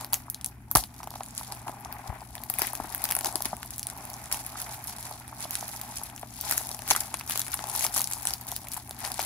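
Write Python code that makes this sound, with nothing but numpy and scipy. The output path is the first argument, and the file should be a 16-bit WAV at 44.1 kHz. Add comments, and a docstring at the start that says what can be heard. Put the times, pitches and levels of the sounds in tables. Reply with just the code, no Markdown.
"""In a bedroom, hands strip thin plastic film from a disc case, close to a small stereo camera.
Creases in the film snap as short noise bursts, over a crinkle of random grains that ring taut patches.
The hollow case knocks as short decaying tones, fingers rub it in small jerks, and jolts give low thumps.
A soft room answers with brief scrambled echoes, and a mains hum of sine tones sits in the room noise."""
import sys
import numpy as np
from scipy import signal
from scipy.io import wavfile
from scipy.ndimage import uniform_filter1d

SR = 44100
rng = np.random.default_rng(int(sys.argv[2]) if len(sys.argv) > 2 else 0)


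def wav_record(signal):
    """Record a signal, one row per channel, as 16-bit PCM in the file named by sys.argv[1]."""
    frames = np.transpose(np.atleast_2d(signal))
    bounded = np.clip(frames, -1, 1)
    # unit amplitude maps onto the largest positive 16-bit level
    quanta = np.round(bounded * 32767).astype(np.int16)
    wavfile.write(sys.argv[1], SR, quanta)


N = 407925  # length in samples


def gain_of(db):
    """Turns decibels into a factor."""
    return 10 ** (np.asarray(db) / 20)


def evened(x):
    """Scales a sound to an average strength (rms) of 1."""
    return x / np.sqrt(np.mean(x ** 2) + 1e-20)


def read(points, hz):
    """Reads a table between its points, with pitch on a log scale as the ear hears it."""
    point_hz, value = np.transpose(points)
    return np.interp(np.log(hz + 1), np.log(point_hz + 1), value)


def sides(pan_db):
    """Left and right gains for a level difference; positive values favour the left."""
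    return gain_of(np.array([pan_db / 2, -pan_db / 2]))


def add(mix, start_s, sound):
    """Mixes a stereo sound in at its start time, cut off where the scene ends."""
    part = mix[:, round(start_s * SR):][:, :sound.shape[1]]
    part += sound[:, :part.shape[1]]


def colour(x, points):
    """Filters with the given spectrum without looking ahead, so clicks keep sharp fronts."""
    log_gain = np.log(gain_of(read(points, abs(np.fft.fftfreq(8192, 1 / SR)))))
    # the Hilbert transform finds the phase that puts the energy as early as possible
    taps = np.fft.ifft(np.exp(np.conj(signal.hilbert(log_gain)))).real[:2048]
    return signal.oaconvolve(x, taps[None], axes=1)[:, :N]


def pair(same, size, lag=0):
    """Noise at two microphone ports, alike by the share same; the right hears that share lag samples late."""
    a, b = rng.standard_normal((2, size))
    same = np.clip(same, 0, 1)
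    return np.array([a, same * np.roll(a, lag) + np.sqrt(1 - same ** 2) * b])


def control(table, column):
    """Draws straight lines through one column of a timed table, giving a value at every sample."""
    rows = np.array(table)
    return np.interp(np.arange(N) / SR, rows[:, 0], rows[:, column])


def grainy(per_s, spread_db, t60, hiss_db):
    """Strength of random jerks of uneven size, each dying by 60 dB in t60 seconds, over a steady hiss."""
    size = gain_of(spread_db * np.minimum(rng.exponential(1, N), 4))
    jerks = size * (rng.random(N) < per_s / SR)
    fade = np.exp(-np.log(1000) / (t60 * SR))
    return evened(signal.lfilter([1], [1, -fade], jerks)) + gain_of(hiss_db)


def ring(x, hz, sharp):
    """A resonance: lets one pitch through at full strength and weakens the rest."""
    return signal.lfilter(*signal.iirpeak(hz, sharp, fs=SR), x)


# Colour of the room noise before its overall level is set: pitch_hz [Hz], level_db [dB per Hz]
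AIR_COLOUR = [(15, -42), (28, -58), (53, 4.5), (90, -5), (146, -9), (266, -6.5), (320, -15.5), (500, -29.5),
              (790, -35), (2200, -43.5), (3200, -47), (9000, -42), (16000, -45)]
# How alike the room noise is at the two ports: pitch_hz [Hz], likeness [0 to 1]
AIR_LIKENESS = [(60, 1), (180, 0.93), (550, 1), (1650, 0.19), (4970, 0.07), (15000, 0.03)]
# Tones of the mains hum: pitch_hz [Hz], level_db [dB]
HUM_TONES = [(120, -53), (240, -64)]
AIR_DB = -51


def room_noise():
    """Noise from random short-time spectra, alike in the bass at both ports, plus a slightly wavering hum."""
    frames, hz = N // 512 + 5, np.fft.rfftfreq(2048, 1 / SR)
    a, b, c, d = rng.standard_normal((frames, 1025, 4)).T
    same = np.clip(read(AIR_LIKENESS, hz), -1, 1)[:, None]
    left = a + 1j * b
    right = same * left + np.sqrt(1 - same ** 2) * (c + 1j * d)
    spectra = np.array([left, right]) * gain_of(read(AIR_COLOUR, hz))[:, None]
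    air = gain_of(AIR_DB) * evened(signal.istft(spectra, nperseg=2048, noverlap=1536)[1][:, :N])

    # smoothing noise twice leaves a slow drift
    waver = evened(uniform_filter1d(uniform_filter1d(rng.standard_normal(N), 4000), 4000))
    t = np.arange(N) / SR
    hum = 0
    for pitch_hz, level_db in HUM_TONES:
        hum = hum + np.sqrt(2) * gain_of(level_db + 0.17 * waver) * np.sin(2 * np.pi * pitch_hz * t)
    return air * sides(1.9)[:, None] + hum * sides(0.57)[:, None]


# Slowly changing handling beneath the tugs, joined by straight lines:
# time_s [s], crinkle_db [dB], rubbing_db [dB], skin_db [dB], left_right_db [dB]
HANDLING = [(0,-63.5,-56,-59.5,3),(.65,-71,-66,-65.5,1.5),(1,-65,-57,-64,0.5),(1.7,-60.5,-52,-58,2),(1.9,-58,-48.5,-53.5,3),(2.15,-59,-48,-53.5,4.5),(2.28,-57.5,-57,-65.5,4.5),
            (2.8,-54.5,-56.5,-65,5),(3.3,-51,-45.5,-57,4.5),(3.75,-52,-58.5,-66,2),(3.95,-53,-50.5,-53.5,1),(4.6,-49,-50,-54,0),(5.3,-56.5,-54,-57.5,0.5),
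            (5.65,-47,-50,-52.5,-1),(6.1,-55,-50.5,-55.5,3),(6.27,-55,-61,-64,4.5),(6.7,-50,-50.5,-60,3),(7.2,-52,-55.5,-57,3.5),(7.8,-45,-49,-49,5),
            (8.4,-53.5,-55,-58,3.5),(8.87,-62,-56,-64,3),(9.25,-47,-48,-52,4)]
# Each tug at the film, a burst of rustle: peak_s [s], crinkle_db [dB], rubbing_db [dB], skin_db [dB],
# build_s [s to rise 20 dB], die_s [s to fall 20 dB]; the two times count as at least 0.005 s
FILM_TUGS = [(0,-43,-43,-52,.05,0.11),(.142,-45.5,-48,-51,-0.2,0.11),(.459,-50,-57.5,-66,.04,.08),(.713,-52,-65,-70,.02,-0.1),(0.768,-26.5,-32,-46,0,0.06),
             (1.043,-52.5,-58,-61,0.3,-1.4),(1.147,-51.5,-67,-68,0.12,0.3),(1.242,-54.5,-72,-69,0,.15),(1.39,-43.5,-53,-54,0.11,0.32),(1.527,-48,-44,-54,0.06,0.07),
             (1.677,-50.5,-50,-58,0.03,0.16),(2.079,-42.5,-39,-53,0.03,0),(2.34,-63,-51.5,-58,0,0.3),(2.62,-37,-42,-41.5,0.11,0.19),(2.95,-50,-51,-57,0.6,-3.2),(3.048,-44,-50.5,-48.5,0.4,0.24),
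             (3.263,-38.5,-40,-50,.05,0.1),(3.362,-61,-55,-56,-4,0),(3.448,-35.5,-43.5,-41.5,-0.33,0.08),(3.723,-43.5,-54,-53,0.07,0.05),(3.889,-42,-47,-53,.03,0.02),
             (4.006,-58,-63,-65,0.4,0.3),(4.319,-36.5,-45.5,-46.5,-0.07,0.18),(4.587,-40,-46.5,-50.5,0.06,0.26),(4.749,-47.5,-48.5,-54.5,0.22,0.01),(4.884,-43,-73,-53,.03,0.2),
             (5.063,-42.5,-48,-55,0.14,.2),(5.293,-43,-42,-52.5,0,-0.1),(5.41,-41.5,-50,-49,-0.13,0.03),(5.451,-37.5,-45,-49,0.1,-0.02),(5.525,-41,-61,-52,.025,0.28),(5.754,-47.5,-67,-59,0.3,0.2),
             (5.976,-45.5,-63,-58,.2,.15),(6.064,-44,-60,-61,0.06,0.04),(6.518,-33,-43.5,-44,0.2,0.22),(6.583,-49,-78,-44,0.02,-0.1),(6.912,-34.5,-44,-41.5,0.09,.3),
             (7.308,-37,-61,-47,0.05,0.12),(7.406,-35.5,-44.5,-45,0.1,0),(7.543,-29.5,-46,-36.5,0.03,-0.04),(7.76,-38.5,-46,-51,0.26,0.2),(7.855,-32,-50,-56,0.19,-0.1),
             (7.977,-32.5,-43.5,-51,.06,0.09),(8.134,-43,-53,-56,.09,0.23),(8.286,-39,-47.5,-47,0.1,0.12),(8.483,-41,-52,-54,0.03,0.2),(8.728,-41.5,-57,-55,0.06,0.16),(8.777,-51,-39,-47,-0.31,-0.1),
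             (9.049,-41,-43.5,-45,0.14,0.24),(9.249,-36,-44,-48,0.19,-5)]


def effort(column):
    """Strength of one hand sound: slowly changing handling plus tugs that build and die exponentially."""
    t, power = np.arange(N) / SR, gain_of(control(HANDLING, column)) ** 2
    for tug in FILM_TUGS:
        peak_s = tug[0]
        build_s, die_s = np.maximum(tug[-2:], .005)
        drop_db = 20 * np.maximum((t - peak_s) / die_s, (peak_s - t) / build_s)
        power = power + gain_of(tug[column] - drop_db) ** 2
    return np.sqrt(power)


def hands_pan_db():
    """Left-right level difference of the hands at every sample."""
    return control(HANDLING, column=4)


# Colour of the film's crackle: pitch_hz [Hz], level_db [dB per Hz]
FILM_COLOUR = [(700, -6.5), (1300, -8.5), (2400, -3), (3200, -1.5), (5900, 2), (8500, 2.5), (12000, -3),
               (16000, -9.5)]
LOW_TOP_HZ, TREBLE_LOW_HZ, TREBLE_TOP_HZ = 3000, 3600, 12000  # band edges


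def film_bands():
    """Three filters holding the film's colour, cut into lower mids, treble and top."""
    film = colour(signal.unit_impulse((1, 2048)), FILM_COLOUR)[:, :200]
    cuts = (("low", LOW_TOP_HZ), ("band", (TREBLE_LOW_HZ, TREBLE_TOP_HZ)), ("high", TREBLE_TOP_HZ))
    bands = []
    for kind, edge_hz in cuts:
        cut = signal.butter(N=3, Wn=edge_hz, btype=kind, fs=SR, output="sos")
        bands.append(signal.sosfilt(cut, film))
    return bands


def crinkle():
    """Countless tiny creases of uneven size: many fill all bands, others ring one taut patch of film."""
    film = pair(0.39, size=N, lag=3)
    creases = grainy(per_s=350, spread_db=2.0, t60=0.0016, hiss_db=-27.0) * film
    for patch_hz in np.geomspace(1800, 14500, num=8):
        grains = grainy(per_s=90, spread_db=3.0, t60=0.013, hiss_db=-26.0)
        creases = creases + 2.3 * ring(grains * film, patch_hz, sharp=1.47)
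    coloured = 0
    for taps, band_db in zip(film_bands(), (-7.5, .1, -.5)):
        coloured = coloured + gain_of(band_db) * signal.oaconvolve(creases, taps, axes=1)[:, :N]
    return effort(column=1) * sides(hands_pan_db()) * evened(coloured)


# Colour of the case wall under rubbing fingers: pitch_hz [Hz], level_db [dB per Hz]
CASE_COLOUR = [(200, -24), (350, -8), (560, -6.5), (700, 2), (840, 5.5), (1090, -3), (1500, -18.5),
               (2500, -35.5)]
# Colour of skin dragging on film: pitch_hz [Hz], level_db [dB per Hz]
SKIN_COLOUR = [(700, -21), (1200, 2.5), (2300, 1.5), (2550, 0), (2800, -9), (3600, -11), (5000, -26)]


def rubbing():
    """Fingers slip in small uneven jerks that ring the case wall, and their skin drags on the film."""
    jerks = grainy(per_s=360, spread_db=-2.5, t60=0.023, hiss_db=-11.0)
    wall = effort(column=2) * evened(colour(jerks * pair(0.91, size=N, lag=3), CASE_COLOUR))
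    drag = grainy(per_s=360, spread_db=2.5, t60=0.015, hiss_db=-6.5)
    skin = effort(column=3) * evened(colour(drag * pair(0.15, size=N, lag=6), SKIN_COLOUR))
    return (wall + skin) * sides(hands_pan_db())


SMALL_PER_S = 22
SMALL_DB, SMALL_SPREAD_DB = 8.5, 3  # a random snap above the crinkle, and its scatter
SMALL_LOW_DB, SMALL_LOW_SPREAD_DB = -18.5, 5.5  # lower mids relative to the treble
SMALL_TOP_DB, SMALL_TOP_SPREAD_DB = -2.5, 5  # top relative to the treble


def small_snaps():
    """More creases snap at random moments, following the crinkle's loudness, each with its own colour."""
    when = rng.random(round(SMALL_PER_S * N / SR)) * (N - 2 * 300) + 300  # samples, clear of both ends
    size, low, top = rng.standard_normal((len(when), 3)).T
    crinkle_db = 20 * np.log10(effort(column=1)[when.astype(int)])
    treble_db = crinkle_db + SMALL_DB + SMALL_SPREAD_DB * size
    low_db = SMALL_LOW_DB + SMALL_LOW_SPREAD_DB * low
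    top_db = SMALL_TOP_DB + SMALL_TOP_SPREAD_DB * top
    return list(zip(when / SR, treble_db, low_db, top_db))


# Creases snapping at set moments, loud and faint: peak_s [s], treble_db [dB],
# low_db [lower mids, dB relative to the treble], top_db [top, dB relative to the treble]
SET_SNAPS = [(0.0112,-31,-18,-9),(0.0464,-29.5,-9,-1),(.1271,-29,-12,-16),(0.133,-20,-10.5,9),(0.14,-20,-25,-11),(.1424,-14.5,-11,-9),
             (.3004,-28.5,-53,6.5),(0.3456,-26.5,-23,-8),(.4123,-32.5,-14,-13),(0.4454,-21,-17,-14),(0.4613,-24,-36,-1),(.7139,-26,-24,9),
             (.7526,-8.5,-13,-5),(0.7576,-11,-19,-3),(0.7578,-11.5,-11,2),(0.772,-16,-13,1),(.8385,-26.5,-9.5,-7),(.9427,-43,-27,-6),(0.964,-45,-43,-6),(1.0316,-35,-2.5,-13),
             (1.0736,-38,-4,-3),(1.1058,-34,-27,-3),(1.14,-44,4,-7),(1.156,-36,-5,-16),(1.2068,-39,0,-7),(1.234,-30,-16,-23),(1.2622,-32.5,-16,-17),(1.286,-38,-22,-10),(1.308,-36,-20,-18),(1.379,-21.5,-27,-34),(1.5227,-24.5,-11,-17),(1.566,-41,-8,-13),(1.681,-38,6.5,-12),(1.849,-32,-13,-11),
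             (1.9264,-37.5,-2.5,8.5),(2.2074,-40,-10,-32),(2.3537,-31.5,-3,-3),(2.3806,-41,6,-18),(2.437,-34,-7,4),(2.5,-26.5,-6,9),
             (2.5395,-32,-2,7),(2.587,-30.5,5,12),(2.593,-27.5,-15,5),(2.6195,-18.5,-1,2),(2.652,-38,6,-4),(2.676,-33.5,6,-9),(2.733,-34,-24,6),(2.7526,-28,-7,1),(2.9482,-29.5,0,9),
             (3.019,-32,-12,-4),(3.041,-22.5,-11,6),(3.054,-22.5,-5,-4),(3.09,-29,-3,-2),(3.1056,-23.5,-3,-11),(3.111,-22.5,-7,5),
             (3.1222,-21,-3,-7),(3.1518,-21.5,-7.5,3),(3.166,-22,-7,-10),(3.1897,-23.5,-7,-7),(3.21,-27,-5,-2),(3.2462,-20.5,-6.5,-2),
             (3.259,-19,-16,-10),(3.27,-23,-14,-6),(3.3262,-30,-30,-16),(3.357,-15,-20,-22),(3.4058,-32,-16,-8),(3.4224,-25,-14,4),(3.4559,-21.5,-7,-2),
             (3.5678,-33,-8,-5),(3.6307,-31,3.5,-6),(3.7068,-27,-18,-8),(3.7818,-29.5,-17,1),(3.7948,-25,-17,-4),(3.8302,-25,-15,-7),
             (3.8696,-22,-21,-10),(3.9008,-27,-12,-18),(4.0531,-33,-30,-1),(4.1011,-34.5,-22,2),(4.1335,-34,-19,-5),(4.14,-29.5,-28,-9),(4.2582,-32.5,-15,-15),(4.315,-26,-0.5,-13),(4.326,-18,-18,0),(4.3447,-26.5,-3.5,-7),
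             (4.4648,-36.5,-39,9.5),(4.8315,-46.5,-31,-32),(4.873,-32,-56,3.5),(5.054,-30.5,-18,-6),(5.2794,-36,-7,-5),(5.406,-30,-11,-21),(5.5086,-27.5,-11,3),
             (5.5541,-19,-12,-9),(5.8144,-29,-15,2),(5.9693,-29.5,-9,-3),(5.9723,-25.5,-17,-17),(6.0364,-30,-21,-2),(6.1,-39,-2,-9),(6.163,-32,-25,-7),(6.1789,-38.5,0.5,-7),(6.2295,-48,12,-12),
             (6.412,-27.5,-23,4),(6.49,-28,-8,-17),(6.512,-14,-19,-6),(6.5246,-18.5,-4,-9),(6.579,-14.5,-10.5,-3),(6.637,-39,-6,-43),
             (6.6912,-27,-8,-14),(6.7153,-25,-7.5,-10),(6.747,-26,-25,-15),(6.792,-33.5,-1,-12),(6.8207,-32,-4,-4),(6.8783,-29,-4,2),(6.889,-29,-3,-4),(6.8963,-28,-17,-9),(6.904,-13,-12,-15),
             (6.9092,-7,-5,-15),(6.912,-12,-19,-9),(6.917,-19,-6,-6),(6.951,-37,11.5,-13),(6.9628,-17,-12,-7),(7.0075,-20,-29,-22),(7.1421,-21,-6.5,-25),
             (7.1455,-40,13,-5),(7.197,-32,-24,-2),(7.211,-37,9,-7),(7.297,-26,-6,2),(7.3096,-26.5,1.5,-3),(7.3204,-26,-10,-2),(7.358,-23.5,-0.5,-7),
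             (7.376,-20,-11.5,-3),(7.3947,-21,-17,1),(7.417,-22,-14,-10),(7.4665,-30,-4,-20),(7.4817,-30.5,-1.5,-11),(7.592,-35.5,9,-21),(7.6407,-28.5,-5,-19),
             (7.7528,-33,-20,5),(7.7622,-23.5,-15,0),(7.8092,-21,-7,-9),(7.8437,-22,-3,-15),(7.8485,-14.5,-19,-20),(7.8658,-20,-10,-3),
             (7.9421,-22,-35.5,-14),(7.947,-21.5,-21,-7),(7.9633,-19.5,-13,-9),(7.9676,-17.5,-19,-4),(7.972,-24,-7,-11),(7.9786,-20,-14,-7),
             (8.007,-20,-14,-10),(8.0173,-20,-24,1),(8.0428,-18.5,-25,-8),(8.0737,-22,-27,-15.5),(8.1126,-26.5,-13,-6.5),(8.1244,-22,-17,-8),
             (8.1348,-20,-29,-8),(8.2538,-19.5,-14,-14.5),(8.272,-13,-14.5,-26),(8.307,-25,-25,-6),(8.337,-19,-17,-6),(8.469,-37,-17,2),(8.517,-25,-13,-3),
             (8.5641,-25,-8.5,1),(8.644,-44,0,-11),(8.671,-40,5,-12),(8.6856,-32.5,-16,0),(8.718,-28,-17,-9),(8.7357,-32,-31,4),(8.7433,-27.5,-28,-2),(8.7663,-43.5,10,-9),(8.8762,-40,-5,-5),(8.8946,-32.5,-19,-7),(8.91,-31,-3,-4),
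             (9.0042,-34,-13,-4),(9.044,-30,0,-9),(9.05,-24,-7,-13),(9.061,-29,-5,-15),(9.118,-24.5,-19,-6),(9.143,-26,-26,-18),(9.1929,-26,0,-25.5),(9.2023,-27.5,2,-11),(9.2277,-28.5,-8,2)]
SNAP_SAME = .85  # left-right likeness of a snap


def snaps(rise_s=0.00046, fall_s=0.00044, ring_db=4.0):
    """A crease buckles in a very short burst; wide creases carry more lower mids, tight ones more top."""
    out, t = np.zeros((2, N)), np.arange(-80, 260) / SR
    pan_db, bands = hands_pan_db(), film_bands()
    for peak_s, treble_db, low_db, top_db in SET_SNAPS + small_snaps():
        length = np.exp(0.44 * rng.standard_normal())  # some die faster than others
        shape = np.exp(-np.where(t < 0, (t / rise_s) ** 2, t / fall_s / length))
        burst = pair(SNAP_SAME, size=len(t), lag=rng.integers(0, 7)) * shape  # each crease at its own angle
        patches_hz = np.exp(rng.uniform(np.log([1300, 4500, 12000]), np.log([2800, 11000, 15500])))
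        levels_db = (treble_db + low_db, treble_db, treble_db + top_db)
        for taps, band_db, patch_hz in zip(bands, levels_db, patches_hz):
            part = signal.fftconvolve(burst, taps, axes=1)
            # the taut patch beside the crease rings briefly
            part = part + gain_of(ring_db) * ring(part, patch_hz, sharp=3.6)
            peak = np.sqrt(2 * uniform_filter1d((part ** 2).mean(0), size=50).max())
            pan = sides(pan_db[round(peak_s * SR)])[:, None]
            add(out, peak_s + t[0], gain_of(band_db) / peak * part * pan)
    return out


# The hollow case knocked or flexed, each knock with its own note:
# peak_s [s], level_db [dB], pitch_hz [Hz]
CASE_KNOCKS = [(.0122,-34.5,1000),(.1284,-32,920),(.1348,-29.5,890),(.2836,-35,1000),(.7152,-30,1070),(.7545,-13,800),(.7591,-8.5,1150),
               (.7844,-26,810),(1.0046,-32.5,1030),(1.033,-33,910),(1.0741,-27.5,805),(1.1144,-35,854),(1.14,-33,880),(1.1586,-30,804),(1.2083,-24,790),
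               (1.4126,-29.5,920),(1.6716,-28,855),(1.6839,-26.5,910),(1.696,-27.5,760),(1.8591,-31.5,900),(2.1025,-29,830),(2.1286,-31.5,805),
               (2.5027,-31.5,770),(2.5942,-27.5,820),(2.6283,-33,1030),(2.7359,-27,870),(2.8014,-22.5,820),(2.8443,-32,845),(3.1058,-29,810),
               (3.1689,-27,740),(3.2497,-30,825),(3.3577,-29,1000),(3.4066,-30,760),(3.5318,-22,750),(4.3433,-33,875),(4.5569,-29.5,1240),
               (5.113,-33,780),(5.329,-31,930),(5.4548,-29.5,710),(5.628,-27,785),(6.016,-33,895),(6.2329,-27,740),(6.5121,-28,905),
               (6.9131,-13.5,870),(6.9511,-24,1190),(6.9636,-18,1380),(7.1419,-27.5,970),(7.211,-34.5,1000),(7.2985,-32,980),(7.5456,-31.5,900),
               (7.6416,-26,810),(7.7537,-27.5,990),(7.8518,-21.5,890),(7.965,-26,1100),(8.0027,-27,960),(8.2547,-31,870),(8.5234,-30.5,765),(8.645,-41,830),(8.7668,-33,970),(8.9102,-36.5,740),(9.04,-33,750),(9.1939,-19.5,806)]
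KNOCK_LAG_S = 0.00013  # how late the right port feels the case


def knocks(rise_s=0.00089, cycles=8.5):
    """Each knock rings the hollow case for a few cycles, with a weaker upper note that dies sooner."""
    out, t, pan_db = np.zeros((2, N)), np.arange(-150, 1400) / SR, hands_pan_db()
    port_t = t - np.array([[0], [KNOCK_LAG_S]])
    for peak_s, level_db, pitch_hz in CASE_KNOCKS:
        turn = 2 * np.pi * (pitch_hz * port_t + rng.random())
        fall = gain_of(-60 * t * pitch_hz / cycles)  # 60 dB down after this many cycles
        shape = np.where(t < 0, np.exp(-(t / rise_s) ** 2), fall)
        tone = np.sin(turn) + gain_of(-9.5) * shape * np.sin(1.28 * turn)
        pan = sides(pan_db[round(peak_s * SR)])[:, None]
        add(out, peak_s + t[0], gain_of(level_db) * shape * tone * pan)
    return out


# How long the room's echoes take to fall by 60 dB: pitch_hz [Hz], t60_s [s]
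ROOM_DECAY = [(300, 0.17), (900, 0.022), (3000, 0.12), (8000, 0.093), (14000, 0.16)]


def room(x):
    """Diffuse echoes: the energy of each band lingers and dies at its own speed, with scrambled phase."""
    frame = dict(fs=SR, nperseg=128, noverlap=96)
    hz, t, spectra = signal.stft(x, **frame)
    power = uniform_filter1d((abs(spectra) ** 2).mean(0), size=5, axis=0)
    keep = gain_of(-120 * (t[1] - t[0]) / read(ROOM_DECAY, hz))  # -120 because it acts on power
    # three frames of delay: the walls answer 2 ms late
    held = np.array([signal.lfilter([0, 0, 0, 1 - k], [1, -k], p) for k, p in zip(keep, power)])
    scramble = signal.stft(pair(1.0, size=N), **frame)[2]
    size = np.sqrt(abs(held)) * evened(abs(scramble))
    return signal.istft(size * np.exp(1j * np.angle(scramble)), **frame)[1][:, :N]


# The hand jolting the case or the camera: start_s [s], level_db [dB, before it dies away], pitch_hz [Hz]
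JOLTS = [(0.7514, -13, 306), (0.751, -12, 129), (0.763, -20, 55), (1.564, -37, 120), (1.675, -37, 119),
         (1.691, -28, 261), (2.09, -22, 89), (2.094, -28, 163), (2.1, -30, 55), (2.218, -48, 150),
         (2.619, -25, 306), (2.8, -24, 257), (2.812, -36, 80), (2.846, -31, 328), (3.273, -27.5, 330),
         (3.354, -20.5, 342), (3.458, -26, 280), (3.531, -28, 196), (9.192, -36, 300)]
THUMP_CYCLES = 6.5  # cycles to fall 60 dB
THUMP_LAG_TURNS = 0.028  # how late the right port feels a jolt, in cycles


def thumps():
    """A low push that dies within a few cycles and shakes the left port more."""
    out, t = np.zeros((2, N)), np.arange(6000) / SR
    for start_s, level_db, pitch_hz in JOLTS:
        tone = np.sin(2 * np.pi * (pitch_hz * t - np.array([[0], [THUMP_LAG_TURNS]])))
        rise = np.minimum(t * pitch_hz, 1)  # builds over one cycle
        fall = gain_of(level_db - 60 * t * pitch_hz / THUMP_CYCLES)
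        add(out, start_s, tone * rise * fall * sides(9.9)[:, None])
    return out


ROOM_DB = -11  # gain of the echoes


def scene():
    """Film and case close by, their echoes, the thumps and the room noise."""
    near = snaps() + crinkle() + knocks() + rubbing()
    echoes = gain_of(ROOM_DB) * room(near) * sides(1.1)[:, None]
    return near + echoes + thumps() + room_noise()


# Colour of the whole sound: a notch low down, a peak near 10 kHz, a steep fall above 15.7 kHz:
# pitch_hz [Hz], level_db [dB]
OVERALL_COLOUR = [(420, -0.42), (515, -8.5), (600, 2.5), (8300, -0.5), (9050, -3.5), (9600, 7),
                  (10200, 9.5), (11000, 5), (15650, 4), (15900, -11), (16600, -14)]
HEADROOM = .78  # the level that loud peaks bend towards, full scale = 1
EDGE_HZ = 16620  # upper band limit


def record(dry):
    """Overall colour, peaks gently rounded below full scale, then the band limit."""
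    heard = HEADROOM * np.tanh(colour(dry, OVERALL_COLOUR) / HEADROOM)
    band_limit = signal.firwin(511, EDGE_HZ, window=("kaiser", 9), fs=SR)
    return signal.oaconvolve(heard, band_limit[None], "same")


dry = scene()
out = record(dry)
wav_record(out)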